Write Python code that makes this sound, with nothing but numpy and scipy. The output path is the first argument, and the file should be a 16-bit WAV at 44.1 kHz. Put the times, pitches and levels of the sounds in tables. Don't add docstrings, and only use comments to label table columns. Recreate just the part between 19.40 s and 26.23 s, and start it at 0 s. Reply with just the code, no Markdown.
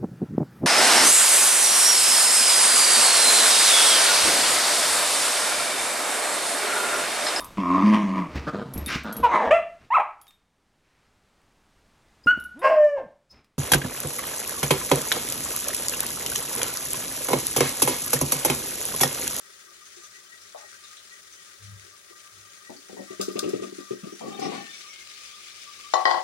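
import sys
import numpy as np
from scipy import signal
from scipy.fft import rfft, irfft, next_fast_len
from scipy.io import wavfile
from scipy.ndimage import uniform_filter1d, map_coordinates

SR = 44100
rng = np.random.default_rng(int(sys.argv[2]) if len(sys.argv) > 2 else 0)


def unload_wav(signal):
    wavfile.write(
        sys.argv[1],
        SR,
        np.round(np.clip(np.atleast_2d(signal).T, -1, 1) * 32767).astype(np.int16),
    )


N = 301229
TIME = np.arange(N) / SR
AGE = np.arange(SR // 2) / SR
LEFT_DELAY_SAMPLES = 36


def amp(db):
    return 10 ** (np.asarray(db) / 20)

def unit(x):
    return x / np.sqrt(np.mean(x ** 2) + 1e-20)

def peaked(x):
    return x / np.abs(x).max()

def along(points, hz):
    f, v = np.transpose(points)
    return np.interp(np.log(hz + 1), np.log(f + 1), v)

def wobble(rate):
    return map_coordinates(rng.standard_normal(400), [TIME * rate], order=3, mode="wrap")

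def unsteady():
    return unit(uniform_filter1d(uniform_filter1d(rng.standard_normal(len(AGE)), size=200), size=200))

def dying(t60):
    return np.exp(-np.log(1000) * AGE / max(t60, 1e-3))

def swell(s, attack_s, hold_s, release_s, t=TIME):
    rise = np.clip((t - s) / max(attack_s, 1e-3), 0, 1)
    fading_s = np.maximum(t - s - attack_s - hold_s, 0)
    return rise * np.exp(-np.log(1000) * fading_s / max(release_s, 1e-3))

def filtered(x, response):
    n = x.shape[-1]
    padded = 2 * next_fast_len(n // 2 + 4096)
    return irfft(rfft(x, padded) * response(np.fft.rfftfreq(padded, 1 / SR)), padded)[..., :n]

def coloured(x, points):
    def response(hz):
        cepstrum = irfft(np.log(amp(along(points, hz))))
        cepstrum[1:len(hz) - 1] *= 2
        cepstrum[len(hz):] = 0
        return np.exp(rfft(cepstrum))
    return filtered(x, response)

def resonant(x, notes):
    def response(f):
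        return sum(amp(db) * (1j * f * 1.62 * width / (hz * hz - f * f + 1j * f * 1.38 * width)) ** 2
                   for hz, width, db in notes)
    return filtered(x, response)

def space(x, echo_db, t60):
    paths = rng.standard_normal((2, len(AGE))) * dying(t60) * (1 - np.exp(-AGE / 0.0032))
    paths *= amp(echo_db) / np.linalg.norm(paths[0])
    paths[0, LEFT_DELAY_SAMPLES] += 1
    paths[1, 0] += 1
    return signal.fftconvolve(x[None], paths, axes=1)[:, :len(x)]

def scattered(source, echo_db, t60, count=2):
    return unit(sum(space(source(), echo_db, t60) for _ in range(count)))

def add(track, s, sound):
    part = track[:, round(s * SR):][:, :sound.shape[1]]
    part += sound[:, :part.shape[1]]

def burst(t60):
    return rng.standard_normal(len(AGE)) * dying(t60)

def pops(rate, spread_db):
    size = amp(spread_db * np.clip(rng.standard_normal(N), -2.5, 2.5))
    return (rng.random(N) < rate / SR) * size * rng.choice([-1, 1], N)

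def whistle(hz, waver, glide_per_s, attack_s, hold_s, release_s):
    pitch = hz * (1 + waver * unsteady() + glide_per_s * (AGE - attack_s))
    return swell(0, attack_s, hold_s, release_s, AGE) * np.sin(2 * np.pi * np.cumsum(pitch) / SR)


# f/Hz, level/dB
ROOM_COLOUR = [(25, -4), (60, -3), (100, 6), (140, -14), (190, 2), (260, -8), (600, -2.5), (1500, -20),
               (8000, -8), (10500, -3.5), (13500, -15.5), (15200, -4.5)]

def room_tone():
    noise = space(rng.standard_normal(N), echo_db=3.5, t60=0.17)
    return amp(-56.5) * unit(coloured(noise, ROOM_COLOUR))

# f/Hz, width/Hz, level/dB
DEEP_AIR = [(355.4, 6.2, 4), (396, 53, -1), (640, 170, -23)]
# t/s, level/dB
GURGLES = [(0.55, -56), (0.75, -60), (2.44, -58), (2.69, -54)]

def gurgles():
    runs = sum(amp(db) * swell(s, attack_s=0.028, hold_s=0.014, release_s=0.16) for s, db in GURGLES)
    bubbles = space(pops(rate=110, spread_db=0), echo_db=-22.5, t60=0.45)
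    return (amp(-67) + runs) * unit(resonant(bubbles, DEEP_AIR))

# f/Hz, width/Hz, level/dB
POT_AIR = [(1214, 38.5, -5), (1293, 92, -11.5), (1546, 240, -14.5)]
HIGH_AIR = [(1910, 69, 2), (3630, 52, -12)]

def fat_bubbles():
    bursts = scattered(lambda: pops(rate=140, spread_db=1), echo_db=2.5, t60=0.059)
    full, stirred = fullness(), amp(-65) * stirring()
    fits = lambda db: amp(db) * unit(amp(0.5 * wobble(20)))
    bare = (fits(-63) + stirred) * unit(resonant(bursts, POT_AIR))
    high = (fits(-61.5) + amp(11) * stirred) * unit(resonant(bursts, HIGH_AIR))
    filled = (fits(-63) + stirred) * unit(resonant(bursts, POT_AIR[:1]))
    return (1 - full) * (bare + high) + full * filled

# t/s, level/dB, f/Hz
BIG_BUBBLES = [(0.04, -62, 1240), (0.27, -57, 1200), (0.35, -55, 1895), (0.401, -57, 1223),
               (0.609, -51.5, 1206), (0.73, -51, 1937), (0.899, -47, 1924), (1.16, -51, 1904),
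               (1.19, -56.5, 1233), (1.229, -48, 1896), (1.421, -54, 1195), (1.49, -55, 1215),
               (1.7, -48, 1916), (1.96, -59, 1927), (2.049, -56, 1215), (2.269, -58, 1230),
               (2.361, -55, 1920), (2.51, -56, 1179), (2.711, -52, 1201), (2.839, -52.5, 1186),
               (3.029, -56, 1202), (3.192, -54.5, 1204), (3.239, -49, 1905), (3.56, -48, 1894),
               (3.66, -49, 1933), (3.67, -52.5, 1183), (4.381, -49.5, 1204), (4.461, -52.5, 1194),
               (4.66, -49, 1215), (4.829, -48, 1160), (4.899, -42, 1187), (5.43, -47.5, 1193),
               (5.921, -51, 1192), (6.259, -46.5, 1180), (6.37, -49, 1194), (6.43, -48, 1175)]

def big_bubbles():
    out = np.zeros((2, N))
    for s, db, hz in BIG_BUBBLES:
        glide = 0.5 * rng.uniform(-1, 1)
        tone = whistle(hz, waver=0.017, glide_per_s=glide, attack_s=0.023, hold_s=0.01, release_s=0.19)
        add(out, s, amp(db) * space(tone, echo_db=-8, t60=0.1))
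    return out

# t/s, relative level/dB, f/Hz
SPITS = [(0.454, -44, 6440), (0.635, -43.5, 6100), (1.3272, -50, 1575), (1.4388, -40.5, 3850),
         (1.5686, -43.5, 3860), (1.925, -42, 6030), (3.364, -44.5, 4750)]

def spits():
    out = np.zeros((2, N))
    for s, db, hz in SPITS:
        spit = resonant(burst(t60=0.02), [(hz, hz / 9, 0), (hz * 1.16, hz / 1.9, -13)])
        add(out, s, amp(db + 5.5) * space(peaked(spit), echo_db=4.5, t60=0.24))
    return out

def pings(rate, hz, spread, cycles, size_db):
    start, pitch, size = rng.random((int(rate * N / SR), 3)).T[:, :, None]
    f = np.minimum(hz * np.exp(spread * (2 * pitch - 1)), SR / 3)
    t = AGE[:1024]
    tones = amp(-size_db * np.log(size + 0.014)) * np.sin(2 * np.pi * f * t) * np.exp(-f * t / cycles)
    where = (start * N).astype(int) + np.arange(len(t))
    return np.bincount(where.ravel(), tones.ravel(), N)[:N]

# f/Hz, level/dB
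BARE_COLOUR = [(200, -27), (650, -15), (1000, -28), (1250, -1), (2000, -0.5), (2850, -3), (3500, -1.5),
               (4800, -1.5), (6500, 3), (8200, -4.5), (9700, -3), (12500, -24), (13900, -30), (15200, -13)]
FULL_COLOUR = [(200, -10.5), (600, -10.5), (980, -16.5), (1200, -5), (1550, -1.5), (2200, 3), (4200, 0.5),
               (6500, 2), (8200, -5), (9700, -5), (12500, -20), (13900, -40), (15200, -13.5)]
# t/s, relative level/dB
SIMMER = [(0.04, -53), (0.32, -52.5), (0.51, -50.5), (0.85, -52.5), (1.28, -52), (2.07, -52), (2.78, -53.5),
          (3.6, -51.5)]

def sizzle():
    clumps = amp(1.7 * wobble(32))
    snaps = lambda: clumps * unit(pops(rate=330, spread_db=6.5))
    bubbles = unit(space(pings(rate=500, hz=5600, spread=0.6, cycles=6, size_db=3), echo_db=3, t60=0.08))
    near = unit(space(pops(rate=34, spread_db=3.5), echo_db=-6, t60=0.03))
    crackle = scattered(snaps, echo_db=6, t60=0.1, count=6) + amp(-9) * bubbles + amp(-11) * near
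    full = fullness()
    bare_gain = amp(1.5 + np.interp(TIME, *np.transpose(SIMMER))) + amp(-57.5) * stirring()
    fade_db_per_s, shield_db = -1, -7.5
    full_gain = amp(-44 + fade_db_per_s * (TIME - FILL_START_S - FILL_S) + shield_db * hovering())
    bare = bare_gain * np.sqrt(1 - full) * unit(coloured(crackle, BARE_COLOUR))
    return bare + full_gain * np.sqrt(full) * unit(coloured(crackle, FULL_COLOUR))

HOVER_START_S = 4.65

def hovering():
    return swell(HOVER_START_S, attack_s=0.32, hold_s=0.25, release_s=1.6)

# f/Hz, width/Hz, level/dB
GAP_AIR = [(1800, 44, 5), (2270, 31, 6), (2575, 32, 3), (3060, 51, 4), (3540, 160, -10), (4300, 64, 0),
           (5830, 80, -23)]

def hollow_sizzle():
    crackle = scattered(lambda: pops(rate=90, spread_db=5), echo_db=0, t60=0.05)
    hollow = resonant(crackle, GAP_AIR)
    fits = amp(3.5 * wobble(16))
    speed = 1.044 - 0.07 * np.maximum(TIME - HOVER_START_S, 0)
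    sinking = np.array([map_coordinates(side, [np.cumsum(speed)], order=3, mode="mirror")
                        for side in hollow])
    return amp(-51) * hovering() * unit(fits * sinking)

# t/s, rise/s, level/dB
SWINGS = [(2.19, 0.11, -45), (2.91, 0.032, -57.5)]
# f/Hz, width/Hz, level/dB
RUMBLE_NOTES = [(70, 29, -14), (99.6, 4.3, 1.5), (181, 11, -17.5)]

def handling():
    level = sum(amp(db) * swell(s, rise_s, hold_s=0.053, release_s=0.41) for s, rise_s, db in SWINGS)
    jolts = space(pops(rate=210, spread_db=-3), echo_db=-21, t60=0.42)
    return level * unit(resonant(jolts, RUMBLE_NOTES))

# f/Hz, level/dB, time to fade by 60 dB/s
COOKER_NOTES = [(124, -9.5, 0.13), (195, -1.5, 0.24), (242.5, -2.5, 0.13), (282, -0.5, 0.21),
                (356.6, -1, 0.25), (390, -1, 0.095), (400, 8, 0.022), (531, 5, 0.032)]

def cooker_ring(scatter_db, rise_s):
    ring = 0
    for hz, db, t60 in COOKER_NOTES:
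        strength = amp(db + scatter_db * rng.standard_normal((2, 1)))
        ring += strength * dying(t60) * np.sin(2 * np.pi * (hz * AGE + rng.random((2, 1))))
    return ring * (1 - np.exp(-AGE / rise_s))

# t/s, level/dB, f/Hz, share passed to the cooker/dB
BUMPS = [(1.145, -32, 765, -45), (1.221, -46, 760, -50), (3.294, -38, 630, -2.5), (3.346, -42, 313, -11),
         (3.494, -41, 540, -4.5), (3.528, -39.5, 397, -4), (3.567, -37.5, 586, -9),
         (3.592, -36.5, 527, -2.5), (3.646, -47, 300, -6), (4.808, -32, 640, -39), (4.836, -32, 620, -21),
         (5.118, -30.5, 810, -31)]

def bumps():
    out = np.zeros((2, N))
    for s, db, hz, cooker_db in BUMPS:
        colour = [(hz / 6, -46), (hz / 2, -22), (hz / 1.29, 0),
                  (hz * 1.17, -2), (hz * 1.72, -22), (hz * 6, -50)]
        blow = peaked(coloured(burst(t60=0.046), colour))
        ring = amp(cooker_db) * cooker_ring(scatter_db=2, rise_s=0.004)
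        add(out, s, amp(db) * (space(blow, echo_db=2, t60=0.21) + ring))
    return out

STEAM_WAVER, STEAM_GLIDE_PER_S = 0.018, -0.15

def sputter():
    out = np.zeros((2, N))
    start_s, length_s, spurts_per_s = 5.15, 1.3, 45
    low_hz, high_hz = 2070, 6060
    for after_s, pitch in rng.random((int(spurts_per_s * length_s), 2)) * [length_s, 1]:
        hz = low_hz * (high_hz / low_hz) ** pitch
        tone = whistle(hz, STEAM_WAVER, STEAM_GLIDE_PER_S, attack_s=0.004, hold_s=0.01, release_s=0.13)
        tone *= amp(-53 - 3 * after_s)
        add(out, start_s + after_s, np.array([np.roll(tone, LEFT_DELAY_SAMPLES), tone]))
    return out

# t/s, level/dB, f/Hz, hold/s
SQUEAKS = [(4.715, -51, 5840, 0.03), (4.931, -48, 3655, 0.011), (4.997, -45.5, 5210, 0.05),
           (5.011, -43, 5690, 0.043), (5.151, -51, 1818, 0.14), (5.28, -52, 3560, 0.051),
           (5.32, -48, 5730, 0.06), (5.467, -49, 5600, 0.039), (5.48, -51.5, 2210, 0.13)]

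def squeaks():
    out = np.zeros((2, N))
    for s, db, hz, hold_s in SQUEAKS:
        tone = whistle(hz, STEAM_WAVER, STEAM_GLIDE_PER_S, attack_s=0.014, hold_s=hold_s, release_s=0.065)
        add(out, s, amp(db) * space(tone, echo_db=0, t60=0.08))
    return out

# f/Hz, level/dB
SLOSH_COLOUR = [(70, -52), (180, -7), (380, -6), (560, 2), (800, -23), (1500, -50)]

def slosh():
    lumps = scattered(lambda: pops(rate=160, spread_db=2), echo_db=-3, t60=0.12)
    return amp(-41) * stirring() ** 2 * unit(coloured(lumps, SLOSH_COLOUR))

# t/s, snap level/dB, hiss level/dB, f/Hz, time for the hiss to fade by 60 dB/s
SPLASHES = [(3.8104, -19, -22, 5600, 0.23), (3.9898, -14, -26.5, 5400, 0.22), (4.089, -30, -30, 6500, 0.16),
            (3.912, -46, -34.5, 6000, 0.45), (4.398, -50, -38, 5430, 0.3), (4.994, -36, -32.5, 5800, 0.15)]

def splashes():
    def spray(hz, t60):
        colour = [(hz / 7, -24), (hz / 2.1, -13), (hz / 1.3, -1),
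                  (hz, 0), (hz * 1.6, -7), (hz * 2.6, -17)]
        drops = burst(t60) * amp(4 * rng.standard_normal(len(AGE))) * np.minimum(AGE / 0.003, 1)
        return peaked(coloured(drops, colour) + amp(8.5) * resonant(drops, POT_AIR))
    out = np.zeros((2, N))
    for s, snap_db, hiss_db, hz, t60 in SPLASHES:
        snap = amp(snap_db) * spray(hz, t60=0.024)
        hiss = amp(hiss_db) * spray(hz, t60)
        add(out, s, space(snap + hiss, echo_db=-11, t60=0.1))
    return out

FILL_START_S, FILL_S = 4.76, 0.7

def fullness():
    return np.clip((TIME - FILL_START_S) / FILL_S, 0, 1)

# t/s, hold/s, thud level/dB, squelch level/dB
SURGES = [(4.793, 0.13, -41, -63), (4.981, 0.036, -33.5, -40), (5.096, 0.012, -40.5, -44.5)]
# f/Hz, level/dB
THUD_COLOUR = [(40, -62), (90, -19.5), (190, 3), (280, 0.5), (410, 0.5), (580, -12.5), (790, -4),
               (930, -31), (1100, -20), (1500, -41), (2400, -60)]
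SQUELCH_COLOUR = [(560, -65), (950, -47), (1150, 5.5), (1320, -55), (1450, 0), (1650, -35), (1800, -7),
                  (2260, -6), (2860, -9.5), (4250, -10), (4750, -12), (5500, -20), (9000, -23),
                  (11700, -42), (19800, -120)]
# f/Hz, width/Hz, level/dB
HEAP_AIR = [(809, 22, -0.5), (1169, 50, -9.5)]

def heap():
    thud, squelch = sum(
        amp([[thud_db], [squelch_db]]) * swell(s, attack_s=0.047, hold_s=hold_s, release_s=0.42)
        for s, hold_s, thud_db, squelch_db in SURGES)
    lumps = scattered(lambda: pops(rate=110, spread_db=2), echo_db=0, t60=0.16)
    wet = scattered(lambda: pops(rate=100, spread_db=0.5), echo_db=9, t60=0.21)
    hollows = amp(-8.5) * unit(resonant(lumps, HEAP_AIR))
    thudding = thud * (unit(coloured(lumps, THUD_COLOUR)) + hollows)
    return thudding + squelch * unit(coloured(wet, SQUELCH_COLOUR))

# t/s, relative level/dB, f/Hz, slap compared with the push/dB
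PLOPS = [(3.703, -33, 380, -8.5), (3.7957, -22.5, 413, -9), (3.881, -25.5, 395, -14.5),
         (3.955, -24.5, 384, -7), (4.027, -27, 410, -4.5), (4.039, -25.5, 355, -19),
         (4.0585, -23.5, 378, -18.5), (4.077, -30.5, 373, -9), (4.091, -29.5, 377, -12),
         (4.1326, -20, 394, -16), (4.192, -31.5, 383, -10.5), (4.2203, -28.5, 395, -7),
         (4.236, -32.5, 380, -16), (4.265, -39, 330, -17), (4.323, -37.5, 362, -32),
         (4.382, -34, 356, -11.5), (4.402, -40.5, 306, -6), (4.507, -23.5, 394, -17),
         (4.631, -33.5, 196, -6.5), (4.668, -35, 373, -13), (4.722, -36, 366, -16), (4.877, -32, 394, -32),
         (4.99, -32.5, 420, -29), (5.019, -38, 315, -13), (5.039, -44, 270, -11), (5.064, -29, 400, -14),
         (5.116, -32, 505, -30)]
# f/Hz, level/dB
SLAP_COLOUR = [(150, -27), (600, 12), (1000, -24.5), (1210, 8.5), (1400, -15), (1900, -15), (2600, -5.5),
               (6000, -19), (12000, -46)]

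def plops():
    def push(cycle, peak_cycles=1.9, width_cycles=1.64):
        return np.exp(-((cycle - peak_cycles) / width_cycles) ** 2) * np.sin(2 * np.pi * cycle)
    out = np.zeros((2, N))
    for s, db, hz, slap_db in PLOPS:
        echo_s = 0.027 * rng.uniform(0.89, 1.0)
        thump = push(AGE * hz) + amp(-9.5) * push((AGE - echo_s) * hz)
        ring = amp(-14) * cooker_ring(scatter_db=3, rise_s=0.005)[0]
        puff = burst(t60=0.11) * np.minimum(AGE / 0.015, 1)
        slap = amp(slap_db) * peaked(coloured(puff, SLAP_COLOUR))
        add(out, s, amp(db + 4) * space(thump + slap + ring, echo_db=-10, t60=0.2))
    return out

def stirring():
    churns = (amp(db) * swell(s, attack_s=0.0036, hold_s=0, release_s=0.52) for s, db, _, _ in PLOPS)
    return peaked(np.sqrt(sum(churn ** 2 for churn in churns)))

# t/s, relative clack level/dB, f/Hz above which it is dulled,
# relative ring level/dB, where it hits (0 edge, 1 base)
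KNOCKS = [(6.537, -11, 4500, -23, 0), (6.541, -13.5, 2500, -33, 0), (6.556, -19, 1000, -28, 0.1),
          (6.6535, -10.5, 4500, -24, 1), (6.662, -17, 4500, -35, 1), (6.676, -19, 3000, -31, 0.9),
          (6.704, -24, 6000, -40, 1), (6.711, -16.5, 3500, -33, 0.9), (6.744, -19, 900, -32, 0.8),
          (6.776, -24, 900, -38, 0.8)]
# f/Hz, level on the edge/dB, level on the base/dB
CLACK_COLOUR = [(99, -42, -31), (249, -23, -20), (500, -11, -7.5), (750, 1, -0.5), (1090, -11, -9),
                (1370, -10.5, -10), (1680, -19, -8.5), (2060, -15, -7), (2450, -32, -36.5),
                (3150, -17, -15), (3300, -40, -12.5), (3580, -20, -16), (4100, -10, -14), (4560, -18, -11),
                (5700, -18.5, -22.5), (6100, -37, -26), (6940, -22, -26), (9000, -33, -33),
                (15000, -41, -48)]
# f/Hz, level on the edge/dB, level on the base/dB, time to fade by 60 dB/s
PLATE_NOTES = [(352, -16, -12, 0.42), (528, -16, -14, 0.38), (616, -13, -23, 0.46), (654, -11, -12.5, 0.36),
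               (707, -15, -11.5, 0.42), (755, -6.5, -6.5, 0.7), (796, -18, -15, 0.57),
               (846, -13, -9.5, 0.77), (880, -10, -16, 0.8), (963, -20, -11, 0.6), (1046, -6, -9, 0.42),
               (1079, -5, 1, 0.26), (1131, -4, -17, 0.57), (1263, -22, -17, 0.29), (1343, -17, -14.5, 0.27),
               (1633, -35, -11, 0.26), (1908, -28, -3, 0.2), (1921, -24, -2, 0.2), (1958, -15.5, -11, 0.45),
               (2010, -22, -14, 0.27), (3090, -22, -15.5, 0.28), (3130, -24, -9.5, 0.099),
               (3600, -11, -16, 0.097), (4160, -11.5, -22, 0.2), (4156, -13, -12, 0.2),
               (4560, -26, -9, 0.2), (4850, -28, -9, 0.22), (5080, -25, -11, 0.13), (5540, -11, -17, 0.15),
               (6680, -5.5, -28, 0.095), (6660, -7, -26, 0.11)]
# t/s, level/dB
KNOCK_GAIN = [(6.632, 3.5), (6.65, -5.5), (6.654, 3.5), (6.785, 7.5), (6.83, 3.5)]

def knocks():
    out = np.zeros((2, N))
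    for s, clack_db, cut_hz, _, flat in KNOCKS:
        colour = [(hz, np.interp(flat, [0, 1], [edge, base])) for hz, edge, base in CLACK_COLOUR]
        clack = space(peaked(coloured(burst(t60=0.014), colour)), echo_db=-4, t60=0.4)
        add(out, s, amp(clack_db) * filtered(clack, lambda hz: 1 / (1 + 1j * hz / cut_hz)))
    first_s = KNOCKS[0][0]
    rocking_db, rocking_share = 2, 0.007
    for hz, edge_db, base_db, t60 in PLATE_NOTES:
        energy = 0
        for s, _, cut_hz, ring_db, flat in KNOCKS:
            strength = amp(ring_db + np.interp(flat, [0, 1], [edge_db, base_db]))
            energy += (strength * swell(s - first_s, 0, 0, t60, AGE)) ** 2 / (1 + (hz / cut_hz) ** 2)
        cycles = np.cumsum(hz * (1 + rocking_share * unsteady())) / SR + rng.random((2, 1))
        add(out, first_s, np.sqrt(energy) * amp(rocking_db * unsteady()) * np.sin(2 * np.pi * cycles))
    return out * amp(np.interp(TIME, *np.transpose(KNOCK_GAIN)))

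def scene():
    simmer = sizzle() + fat_bubbles() + big_bubbles() + gurgles() + spits() + hollow_sizzle()
    pouring = handling() + bumps() + plops() + slosh() + splashes() + heap() + squeaks() + sputter()
    return simmer + pouring + knocks() + room_tone()

# f/Hz, level/dB
LEFT_LEAD = [(80, 1.5), (200, 2.5), (400, 4.5), (750, 8), (1250, 11), (2300, 6), (4400, 7), (8000, 1),
             (15000, 3.5)]

def record(dry):
    sides = np.array([[0.5], [-0.5]])
    low_cut_hz, top_hz, ceiling = 55, 15850, 0.85
    low_cut = lambda hz: (1j * hz / (low_cut_hz + 1j * hz)) ** 2
    heard = filtered(dry, lambda hz: amp(sides * along(LEFT_LEAD, hz)) * low_cut(hz))
    rounded = heard / (1 + (heard / ceiling) ** 4) ** 0.25
    return filtered(rounded, lambda hz: hz < top_hz)


dry = scene()
out = record(dry)
unload_wav(out)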